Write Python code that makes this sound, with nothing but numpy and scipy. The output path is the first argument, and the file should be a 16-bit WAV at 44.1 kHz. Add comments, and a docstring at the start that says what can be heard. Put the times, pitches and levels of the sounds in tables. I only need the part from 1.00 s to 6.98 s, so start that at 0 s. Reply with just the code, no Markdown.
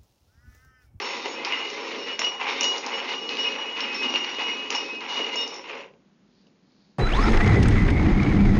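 """Three small steel cups, upside down, are shuffled over a wooden top and then come to rest.
Their rims catch on the grain: the board rumbles, the hollow cups rasp, and stick-slip sets the
steel walls singing. Now and then a rim knocks on the wood or two cups clink and ring briefly.
Heard close up in a small furnished room, on one microphone that reaches to about 7 kHz."""
import sys
import numpy as np
from scipy import signal
from scipy.fft import rfft, irfft
from scipy.io import wavfile
from scipy.ndimage import uniform_filter1d

SR = 44100
rng = np.random.default_rng(int(sys.argv[2]) if len(sys.argv) > 2 else 0)


def persist_wave(psi):
    """Save psi, clipped to +-1, as 16-bit WAV."""
    counts = np.round(np.clip(psi, -1, 1) * 32767).astype(np.int16)
    wavfile.write(sys.argv[1], SR, np.atleast_2d(counts).T)


N = 263850
T = np.arange(N) / SR
MIC_TOP_HZ = 6950


def undb(db):
    """Decibels to gain."""
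    return 10 ** (np.asarray(db) / 20)


def unit(x):
    """Scale to rms 1."""
    return x / np.sqrt(np.mean(x ** 2))


def peak(x):
    """Scale to peak 1."""
    return x / np.abs(x).max()


def add(out, start_s, sound):
    """Mix a sound in at the given time."""
    i = int(start_s * SR)
    out[i:i + len(sound)] += sound[:N - i]


def walk(per_s):
    """Smooth random wandering of rms 1."""
    step = max(int(SR / per_s), 1)
    stairs = np.repeat(rng.standard_normal(N // step + 1), step)
    return unit(uniform_filter1d(stairs, step)[:N])


def colour(x, spectrum, size=2048):
    """Minimum-phase filter of unit energy, shaped by (freq_hz, level_db) points."""
    hz, db = np.transpose(spectrum)
    bins_hz = np.arange(size // 2 + 1) * SR / size
    curve_db = np.interp(np.log(bins_hz + 1), np.log(hz), db) - 30 * (bins_hz > 2 * MIC_TOP_HZ)
    cepstrum = irfft(np.log(undb(curve_db)))
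    cepstrum[1:size // 2] *= 2
    cepstrum[size // 2 + 1:] = 0
    impulse = irfft(np.exp(rfft(cepstrum)))
    return signal.fftconvolve(x, impulse / np.linalg.norm(impulse))[:len(x)]


def band_limit(x):
    """Steep low-pass at the top of the microphone's range."""
    return signal.sosfilt(signal.ellip(10, .2, 75, MIC_TOP_HZ, fs=SR, output="sos"), x)


def resonate(x, hz, width_hz, drift_hz=0):
    """One mode whose pitch may drift; it passes no steady push."""
    pole = np.exp((2j * np.pi * hz - np.pi * width_hz) / SR)
    ring = signal.lfilter([1, -1], [1, -pole], x)
    return (ring * np.exp(2j * np.pi * np.cumsum(drift_hz) / SR)).imag


def catches(per_s, spread_db):
    """Tiny catches of a rim on the grain: random clicks, more uneven as the spread grows."""
    size = undb(spread_db * np.minimum(rng.exponential(size=N), 4.2))
    return unit((rng.random(N) < per_s / SR) * size * rng.choice([-1, 1], N))


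def burst(t, t60, tail_db, tail_t60):
    """A short crack of contact followed by a weaker rattle."""
    return rng.standard_normal(len(t)) * (undb(-60 * t / t60) + undb(tail_db - 60 * t / tail_t60))


def swell(start, end, attack_s, sag_db_per_s, t60):
    """Gain of one gesture: it takes hold, eases off and dies away after its end."""
    age = np.maximum(T - start, 0)
    release_db = 60 * np.clip(T - end, 0, 2 * t60) / t60
    return np.minimum(age / attack_s, 1) * undb(-sag_db_per_s * age - release_db)


def room_tone():
    """The quiet room: steady noise, mostly low."""
    # room air: freq_hz, level_db
    air_spectrum = [(25, -30.5), (40, -23), (50, -8.5), (65, -26.5), (95, -18), (130, -8.5), (187, 1),
                    (230, -2), (450, -13.5), (800, -20.5), (1500, -24.5), (3000, -27.5), (5000, -31),
                    (7000, -34)]
    return unit(band_limit(colour(rng.standard_normal(N), air_spectrum, size=8192))) * undb(-61)


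def reflections(x, t60, low_t60, wet_db):
    """The short tail of a small furnished room; the lows linger."""
    t = T[:SR]
    noise = rng.standard_normal(SR) * (t > .004)
    low = signal.sosfilt(signal.butter(2, 1100, fs=SR, output="sos"), noise)
    tail = noise * undb(-60 * t / t60) + low * undb(-5 - 60 * t / low_t60)
    return signal.fftconvolve(x, tail / np.linalg.norm(tail))[:N] * undb(wet_db)


def rustles():
    """Faint, high rustles swell and fade after the cups stop."""
    # each rustle: middle_s, length_s, level_db
    swells = [(5.391, 0.16, -70.5), (5.811, 0.24, -70)]
    # their colour: freq_hz, level_db
    spectrum = [(2000, -20), (3300, -9), (4400, 0), (5200, -5), (6500, -20)]
    gain = sum(undb(db) * np.exp(-2 * ((T - middle) / length) ** 2) for middle, length, db in swells)
    return gain * unit(colour(catches(per_s=5500, spread_db=2.5), spectrum))


def knocks():
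    """A rim tips and drops on the wood: one hard rap, a little rattle and a thud from the board."""
    # rim on wood: time_s, level_db, thud_weight_db
    drops = [(0.2579, -15.5, -8), (0.263, -18, -10), (0.279, -19.5, -8), (0.448, -23, -14),
             (0.5225, -9, -30), (0.536, -17, -33), (1.1925, -13, -12), (1.2175, -7, -22), (1.245, -15, -20),
             (1.413, -20, -21), (1.609, -14.5, -11), (1.642, -15, -18), (2.001, -16, -16), (2.292, -27, -8),
             (2.775, -23, -17), (2.797, -24, -18), (3.097, -19, -14), (3.1388, -9, -14),
             (3.1575, -8.5, -24), (3.171, -18, -18), (3.2445, -14, -24), (3.3, -21, -20), (3.3845, -15, -7),
             (3.7034, -16, -14), (3.7255, -13, -22), (4.193, -16, -6), (4.357, -24, -1), (4.594, -28, -14),
             (4.806, -26, -16), (4.937, -46, 1), (5.469, -55, 3)]
    # colours of the rim's rap and the board's thud: freq_hz, level_db
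    rap_spectrum = [(200, -26), (500, -15), (950, 5), (1500, -0.5), (2200, 4.5), (2800, 11), (3600, -3.5),
                    (5000, -9), (7000, -18)]
    thud_spectrum = [(45, -24), (90, -31.5), (150, -16), (240, -2.5), (420, 5), (640, 3.5), (2000, -48.5)]
    out, t = np.zeros(N), T[:SR // 5]
    blow = np.zeros(len(t))
    blow[SR // 1000] = 1  # the rim bites a millisecond after it first touches
    rap = peak(band_limit(colour(blow, rap_spectrum))) * undb(-4)
    for time_s, db, thud_db in drops:
        rattle = peak(colour(burst(t, t60=0.0081, tail_db=-9.5, tail_t60=0.041), rap_spectrum))
        thud = peak(colour(burst(t, t60=0.06, tail_db=-14, tail_t60=0.053), thud_spectrum))
        add(out, time_s, undb(db) * (rap + undb(-12.5) * rattle + undb(thud_db - 4.5) * thud))
    return out


def clinks():
    """Two cups touch: a bright tick, a lower clack, a brief high ring and one mode that rings on."""
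    # steel on steel: time_s, level_db, tick_hz, clack_weight_db, lingering_hz, lingering_db
    touches = [(0.019, -37, 5400, -10, 5414, -40), (0.4484, -14, 4270, -16.5, 5414, -35),
               (0.701, -26, 5400, -3, 5414, -50), (1.192, -13, 6000, -4.5, 5414, -30.5),
               (1.247, -18.5, 4680, -7, 5720, -45.5), (1.609, -8, 5870, -8.5, 5669, -36),
               (1.631, -11.5, 5700, -6, 6659, -40), (1.642, -12.5, 5050, -2.5, 4992, -33),
               (1.771, -33.5, 6200, -11.5, 6659, -44.5), (1.78, -18.5, 5250, -24, 6659, -55.5),
               (1.8633, -18, 5270, -11.5, 5414, -45.5), (2.2912, -16.5, 4080, -5, 5206, -53),
               (2.333, -25, 4400, -6.5, 5206, -57), (2.352, -22, 4100, -9, 5206, -54),
               (2.37, -23, 4100, 2, 5230, -46.5), (2.805, -17.5, 4500, -6, 5410, -32),
               (2.9445, -28.5, 5550, -1.5, 5410, -29), (3.1584, -22, 4200, -10, 3698, -41),
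               (3.2445, -24.5, 4200, 1, 5641, -58), (3.7038, -13.5, 5330, -6, 5440, -34.5),
               (3.749, -14, 5440, -8, 5410, -31), (3.757, -21, 5300, -6.5, 5206, -34.5),
               (4.006, -26.5, 4200, -3.5, 3698, -47), (4.3569, -22, 6500, -4, 5414, -34),
               (4.4121, -25, 6040, -5, 5414, -38.5), (4.476, -22, 5370, -12.5, 5414, -44),
               (4.541, -25, 5350, -18, 5414, -43.5), (4.561, -25, 5500, -18, 3698, -52),
               (4.7134, -42, 5450, 5, 4992, -52), (5.469, -50, 4560, -4, 5414, -84)]
    # modes of the brief ring: pitch_hz, level_db, t60_s
    brief_modes = [(4204, -9, .015), (4780, -16, .05), (4992, -21, .2), (5206, -21, .2), (5414, -21, .2),
                   (5669, -20, .3), (6026, -7, .035), (6210, -6, .02), (6480, -9, .015), (6659, -18, .14)]
    # wall modes that can ring on: pitch_hz
    lingering_modes = [3698, 4992, 5206, 5414, 5641, 5670, 6659]
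    # colour of the clack: freq_hz, level_db
    clack_spectrum = [(100, -31.5), (800, -13.5), (2000, -2.5), (2900, 20.5), (3800, -4.5), (6000, -27)]
    slope_db_per_octave, lingering_t60 = 31, .36
    out, t = np.zeros(N), T[:SR // 2]
    for time_s, db, tick_hz, clack_db, lingering_hz, lingering_db in touches:
        # a tick is strongest around its centre, which depends on where the cups meet
        falloff_db = lambda hz: -slope_db_per_octave * abs(np.log2(hz / tick_hz))
        ring = np.zeros(len(t))
        for hz, mode_db, t60 in brief_modes:
            struck_db = mode_db + falloff_db(hz) + 2 * rng.standard_normal()
            ring += undb(struck_db - 60 * t / t60) * np.sin(2 * np.pi * hz * t) * rng.choice([-1, 1])
        tick_spectrum = [(hz, falloff_db(hz)) for hz in (tick_hz / 10, tick_hz, tick_hz * 2)]
        tick = colour(burst(t, t60=0.008, tail_db=-29.5, tail_t60=0.091), tick_spectrum)
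        clack = colour(burst(t, t60=0.0038, tail_db=-36.5, tail_t60=0.097), clack_spectrum)
        bright = undb(-6) * peak(band_limit(tick)) + undb(-10) * peak(ring)
        nearest_hz = min(lingering_modes, key=lambda hz: abs(hz - lingering_hz))
        lingering = undb(lingering_db - 60 * t / lingering_t60) * np.sin(2 * np.pi * nearest_hz * t)
        add(out, time_s, undb(db) * (bright + undb(clack_db) * peak(clack)) + lingering)
    return out


def gripping(grips, stir):
    """Gain and roughness of a wall mode: each grip swells it above the ragged stir of scraping."""
    power = ragged_power = stir ** 2 + 1e-18
    for start, end, db, rough in grips:
        grip_power = (undb(db) * swell(start, end, attack_s=0.018, sag_db_per_s=15, t60=0.24)) ** 2
        power = power + grip_power
        ragged_power = ragged_power + rough * grip_power
    return np.sqrt(power), ragged_power / power


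def stick_slip(gain, modes, rough, wander_hz, flutter_db):
    """A rim locks unsteadily onto a cup's wall modes; stray catches make the rough share of the tone."""
    out, rough = np.zeros(N), np.clip(rough, 0, 1)
    for hz, db, t60 in modes:
        pitch_hz = hz + wander_hz * walk(30)
        locked = np.sqrt(2) * np.sin(2 * np.pi * np.cumsum(pitch_hz) / SR)
        width_hz = np.log(1000) / (np.pi * t60)
        stray = unit(resonate(catches(per_s=600, spread_db=0), hz, width_hz))
        tone = locked * np.sqrt(1 - rough) + stray * np.sqrt(rough)
        out += undb(db + flutter_db * walk(55)) * tone
    return out * gain


def cup_song(rasp_gain, hiss_gain):
    """The cups sing on their wall modes as the rims grip, with fainter modes sounding along."""
    # wall modes by name (twins lie close and beat): pitch_hz, t60_s, stir_db relative to the rasp
    wall_modes = {"ring": (2896, .25, -19), "ring twin": (2860, .2, -20), "low ring": (2547, .4, -22),
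                  "chime": (3698, .35, -26), "shimmer": (5670, .5, -27), "shimmer twin": (5641, .4, -33),
                  "whistle": (5413, .35, -22), "top": (6659, .5, -38)}
    # grips of a rim, by mode name: start_s, end_s, level_db, roughness (0-1)
    grips = { "ring": [(.35, .42, -46, .05), (.55, .6, -41, .05), (.61, .675, -34.5, 0.05),
             (.98, 1.06, -41, 0.2), (1.07, 1.16, -36.5, 0.17), (1.228, 1.275, -24.5, 0.09),
             (1.31, 1.4, -37, 0), (1.612, 1.685, -22.5, 0), (1.69, 1.735, -27.5, 0), (1.92, 1.97, -29.5, 0),
             (2.075, 2.115, -30.5, 0.25), (2.16, 2.32, -35.5, 0), (2.375, 2.48, -27, 0.01),
             (2.49, 2.57, -36, .1), (2.58, 2.62, -29, 0), (2.65, 2.81, -33.5, 0.08),
             (3.025, 3.065, -29, 0.1), (3.11, 3.24, -34.5, 0.2), (3.27, 3.41, -36.5, 0.1),
             (3.415, 3.52, -28.5, 0), (3.56, 3.7, -36, 0.1), (3.73, 3.8, -33.5, 0.05),
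             (4.08, 4.16, -33.5, 0.37), (4.16, 4.265, -32.5, 0.2), (4.34, 4.52, -45.5, 0.14)],
             "ring twin": [(.515, .548, -30, 0.1), (.56, .675, -39, .05), (.97, 1.03, -38.5, 0.05),
             (1.21, 1.25, -42, 0.2), (2.12, 2.19, -34.5, 0.2), (2.435, 2.48, -27, 0.2),
             (2.785, 2.84, -31.5, 0), (2.88, 2.93, -41.5, .1), (3.02, 3.1, -34, 0.2),
             (3.136, 3.156, -23.5, 0.1), (3.187, 3.24, -31, 0), (3.29, 3.45, -43.5, 0.15),
             (3.74, 3.778, -28.5, 0), (3.9, 4, -41.5, 0.06), (4.08, 4.14, -34.5, .2),
             (4.195, 4.255, -31.5, 0), (4.3, 4.35, -32.5, 0.25), (4.355, 4.425, -28, 0.1)],
             "low ring": [(.34, .42, -41.5, 0.06), (2.285, 2.34, -34, 0.1), (2.44, 2.515, -31.5, .1),
             (2.645, 2.68, -38, .1), (2.755, 2.8, -39.5, 0), (2.86, 2.96, -35.5, 0.11),
             (2.965, 3.035, -30.5, 0), (3.375, 3.405, -30, .1), (3.43, 3.7, -38, 0.1),
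             (3.71, 3.87, -37.5, 0), (3.885, 3.985, -35.5, 0.06)], "chime": [(1.48, 1.66, -44.5, .2),
             (2.03, 2.16, -50, 0), (2.36, 2.5, -50, 0), (2.95, 3.12, -47, 0.2), (3.135, 3.25, -47, .1),
             (3.3, 3.55, -52.5, 0.2), (3.745, 3.9, -46.5, .05), (4.08, 4.28, -54.5, .15),
             (4.365, 4.45, -38, 0), (4.47, 4.56, -49.5, 0.14)], "shimmer": [(1.2, 1.31, -40.5, .02),
             (1.61, 1.69, -38, 0.14), (1.72, 1.8, -54.5, .1), (2.125, 2.18, -46.5, 0.03),
             (2.38, 2.52, -47, 0.3), (2.54, 2.68, -56.5, .1), (3.08, 3.35, -52, 0.2),
             (4.06, 4.2, -52, 0.1)], "shimmer twin": [(3.08, 3.33, -45.5, 0), (3.42, 3.54, -46, 0.08),
             (4.17, 4.35, -50, .3)], "whistle": [(.01, .12, -40.5, 0), (.16, .37, -49, 0.3),
             (.45, .52, -43, 0), (.545, .6, -43.5, 0.08), (.69, .88, -47, 0.3), (.97, 1.15, -47, 0.05),
             (1.25, 1.32, -44.5, .02), (1.46, 1.53, -54.5, 0.3), (1.65, 1.72, -47.5, .1),
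             (1.92, 1.99, -43.5, 0), (2.19, 2.28, -46.5, 0.07), (2.385, 2.47, -41.5, .05),
             (2.99, 3.05, -58, .3), (3.08, 3.17, -50, .25), (3.79, 3.87, -47, 0.2),
             (4.365, 4.42, -40, 0.14), (4.45, 4.59, -50, 0.2)], "top": [(.03, .17, -53, 0.2),
             (.27, .32, -49, 0.01), (1.8, 2, -56, .2)]}
    # fainter modes that follow the ring, the low ring and the hiss: pitch_hz, weight_db, t60_s
    ring_overtones = [(4992, -26, .4), (6659, -30, .5), (6026, -32, .4), (3392, -27, .3)]
    low_overtones = [(5206, -17, .5), (3392, -20, .4)]
    whistles = [(3698, -9, .25), (5206, -17, .3)]
    out, gains = np.zeros(N), {}
    for name, (hz, t60, stir_db) in wall_modes.items():
        gains[name], rough = gripping(grips[name], rasp_gain * undb(stir_db))
        out += stick_slip(gains[name], [(hz, 0, t60)], rough, wander_hz=5.5, flutter_db=1.6)
    ring_gain = np.hypot(gains["ring"], gains["ring twin"])
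    for gain, modes in [(ring_gain, ring_overtones), (gains["low ring"], low_overtones)]:
        out += stick_slip(gain * undb(-6), modes, rough=.4, wander_hz=6.7, flutter_db=1.5)
    return out + stick_slip(hiss_gain * undb(-3.5), whistles, rough=.34, wander_hz=8, flutter_db=3.5)


def pushes():
    """Hands push the cups, then stop them: gains of rumble, rasp and hiss, and the rasp's tilt in dB."""
    # one push over the wood: start_s, end_s, rumble_db, rasp_db, hiss_db, brightness_db
    strokes = [(-.02, 0.117, -37, -33, -41, 1.5), (0.126, 0.265, -39, -36.5, -43, -1.5),
               (0.236, 0.27, -35.5, -33.5, -39.5, 0), (0.316, 0.43, -36.5, -37, -52.5, -1.5),
               (0.433, 0.613, -38.5, -31.5, -45, 2), (0.633, 0.753, -39, -39.5, -42, 1.5),
               (0.757, 0.895, -37, -35.5, -48.5, -1), (0.87, 1.02, -35.5, -40, -45.5, 2.5),
               (1.053, 1.124, -38.5, -37.5, -46, 4), (1.18, 1.271, -39.5, -31.5, -42, -1.5),
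               (1.298, 1.353, -43, -37, -58.5, -4), (1.392, 1.468, -40.5, -29.5, -46.5, 1.5),
               (1.468, 1.6, -37, -32, -40, 2), (1.593, 1.769, -35, -33, -39.5, -3),
               (1.819, 1.89, -37.5, -32, -45, 0), (1.897, 2.072, -37.5, -33.5, -46.5, 0.5),
               (2.07, 2.143, -39, -33.5, -41, 0.5), (2.177, 2.295, -38.5, -42.5, -51.5, -1),
               (2.284, 2.374, -37.5, -35.5, -43, 2), (2.373, 2.518, -36.5, -34.5, -43, 1.5),
               (2.534, 2.757, -41, -36.5, -53, 0.5), (2.751, 2.892, -39, -33.5, -44.5, 2.5),
               (2.91, 3.016, -40, -40, -44, 3.5), (3.01, 3.136, -37, -33.5, -42, -2.5),
               (3.141, 3.18, -42, -33, -45, 3), (3.222, 3.368, -42, -36.5, -45, 1),
               (3.378, 3.411, -39, -28.5, -40, -0.5), (3.453, 3.555, -38, -35, -45.5, 1.5),
               (3.573, 3.69, -41, -41.5, -51, 0.5), (3.695, 3.754, -37.5, -31.5, -40.5, -0.5),
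               (3.793, 3.948, -39.5, -40.5, -48.5, 0), (3.996, 4.102, -41.5, -36, -56, 1),
               (4.074, 4.169, -46, -34.5, -39, -3.5), (4.15, 4.294, -37, -34, -46.5, 2.5),
               (4.31, 4.425, -38, -36.5, -42.5, 0.5), (4.44, 4.595, -43.5, -41, -53.5, -3),
               (4.617, 4.703, -47, -45.5, -73, 4.5), (4.666, 4.808, -40, -40, -69, -1)]
    rest_s, rest_t60 = 4.84, .36
    power, speed, bright_db = np.zeros((3, N)), np.zeros(N), np.zeros(N)
    for start, end, *levels_db, push_bright_db in strokes:
        push = swell(start, end, attack_s=0.022, sag_db_per_s=7.5, t60=0.48)
        power += undb(levels_db)[:, None] ** 2 * push ** 2
        bright_db += push_bright_db * push
        during = (T > start) & (T < end)
        speed[during] = np.maximum(speed[during], np.sin(np.pi * (T[during] - start) / (end - start)))
    moving = undb(-60 * np.clip(T - rest_s, 0, rest_t60) / rest_t60)
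    tilt_db = bright_db + 3.5 + 1.5 * speed  # brighter in mid-stroke, where a cup is fastest
    return *(np.sqrt(power) * moving), tilt_db


def shifting_resonances(x, modes):
    """Narrow resonances come and go and drift in pitch as the cups tilt and travel."""
    return sum(undb(db + 3.5 * walk(9)) * unit(resonate(x, hz, width_hz, drift_hz * walk(8)))
               for hz, width_hz, db, drift_hz in modes)


def sliding(rumble_gain, rasp_gain, hiss_gain, tilt_db):
    """Dragged rims chatter: the catches shake the board, rasp in the hollow cups and hiss at the edge."""
    # colours of the board's low and high modes, the rasp and the hiss: freq_hz, level_db
    low_spectrum = [(40, -30.5), (90, -44), (150, -43.5), (190, -4.5), (240, 2), (310, 4.5), (380, 5),
                    (600, -18.5), (2000, -51.5)]
    high_spectrum = [(60, -56.5), (200, -23), (320, 0), (420, 6), (520, 5.5), (640, -5.5), (900, -35.5),
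                     (2000, -45.5)]
    rasp_spectrum = [(300, -58), (620, -3.5), (780, 8), (900, 10.5), (1080, 7.5), (1350, -0.5),
                     (1750, -3.5), (2050, 1), (2400, 1), (2850, 1), (3300, -9.5), (4200, -16),
                     (7000, -43.5)]
    hiss_spectrum = [(1500, -33), (2800, -6.5), (3500, 7.5), (4500, 5.5), (5100, 1), (5500, 3),
                     (6200, -1.5), (6900, -9.5)]
    # the board answers deeper in some places than in others: time_s, low_weight_db
    board_depth = [(0, -5.5), (.9, -8.5), (1.3, -7), (1.7, -7.5), (2.3, -3.5), (2.7, -5), (3.1, 7),
                   (3.5, -2), (3.9, -2.5), (4.4, -7), (4.8, -12.5)]
    # resonances of the board and of the hollow cups: pitch_hz, width_hz, level_db, drift_hz
    board_modes = [(315, 24, -18, 25), (420, 18, -13, 16), (497, 20, -15, 10)]
    hollow_modes = [(904, 47, -17.5, 40), (1030, 34, -19, 55), (2048, 21, -12.5, 35), (2270, 95, -16, 170),
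                    (2640, 90, -21.5, 100)]
    chatter = undb(0.84 * walk(45) + walk(400))
    heavy = catches(per_s=2500, spread_db=2)
    coarse = catches(per_s=3200, spread_db=1.12) * chatter
    fine = catches(per_s=6000, spread_db=3.5) * chatter

    rasp = unit(colour(coarse, rasp_spectrum))
    hollow = signal.sosfiltfilt(signal.butter(2, 1500, fs=SR, output="sos"), rasp)
    tilted = hollow / undb(tilt_db) + (rasp - hollow) * undb(tilt_db)
    rasp = undb(-0.85) * tilted + shifting_resonances(coarse, hollow_modes)

    depth = undb(np.interp(T, *np.transpose(board_depth)))
    board_low = depth * unit(colour(heavy, low_spectrum))
    board_high = undb(-1) * unit(colour(coarse, high_spectrum))
    rumble = (board_low + board_high) / np.sqrt(depth ** 2 + 2) + shifting_resonances(heavy, board_modes)

    hiss = unit(band_limit(colour(fine, hiss_spectrum)))
    scrape = rumble * rumble_gain + rasp * rasp_gain + hiss * hiss_gain
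    # such light cups hardly move the board in the deep bass
    return signal.sosfilt(signal.butter(3, 115, "high", fs=SR, output="sos"), scrape)


def scene():
    """Scraping, singing and contacts of the cups, close by, over the quiet room."""
    rumble_gain, rasp_gain, hiss_gain, tilt_db = pushes()
    contacts = sliding(rumble_gain, rasp_gain, hiss_gain, tilt_db) + clinks() + knocks()
    room = room_tone() + reflections(contacts, t60=0.24, low_t60=0.59, wet_db=-10.5)
    return (room + contacts + cup_song(rasp_gain, hiss_gain) + rustles())[None]


def record(dry):
    """The microphone passes nothing above about 7 kHz."""
    return band_limit(dry)


dry = scene()
out = record(dry)
persist_wave(out)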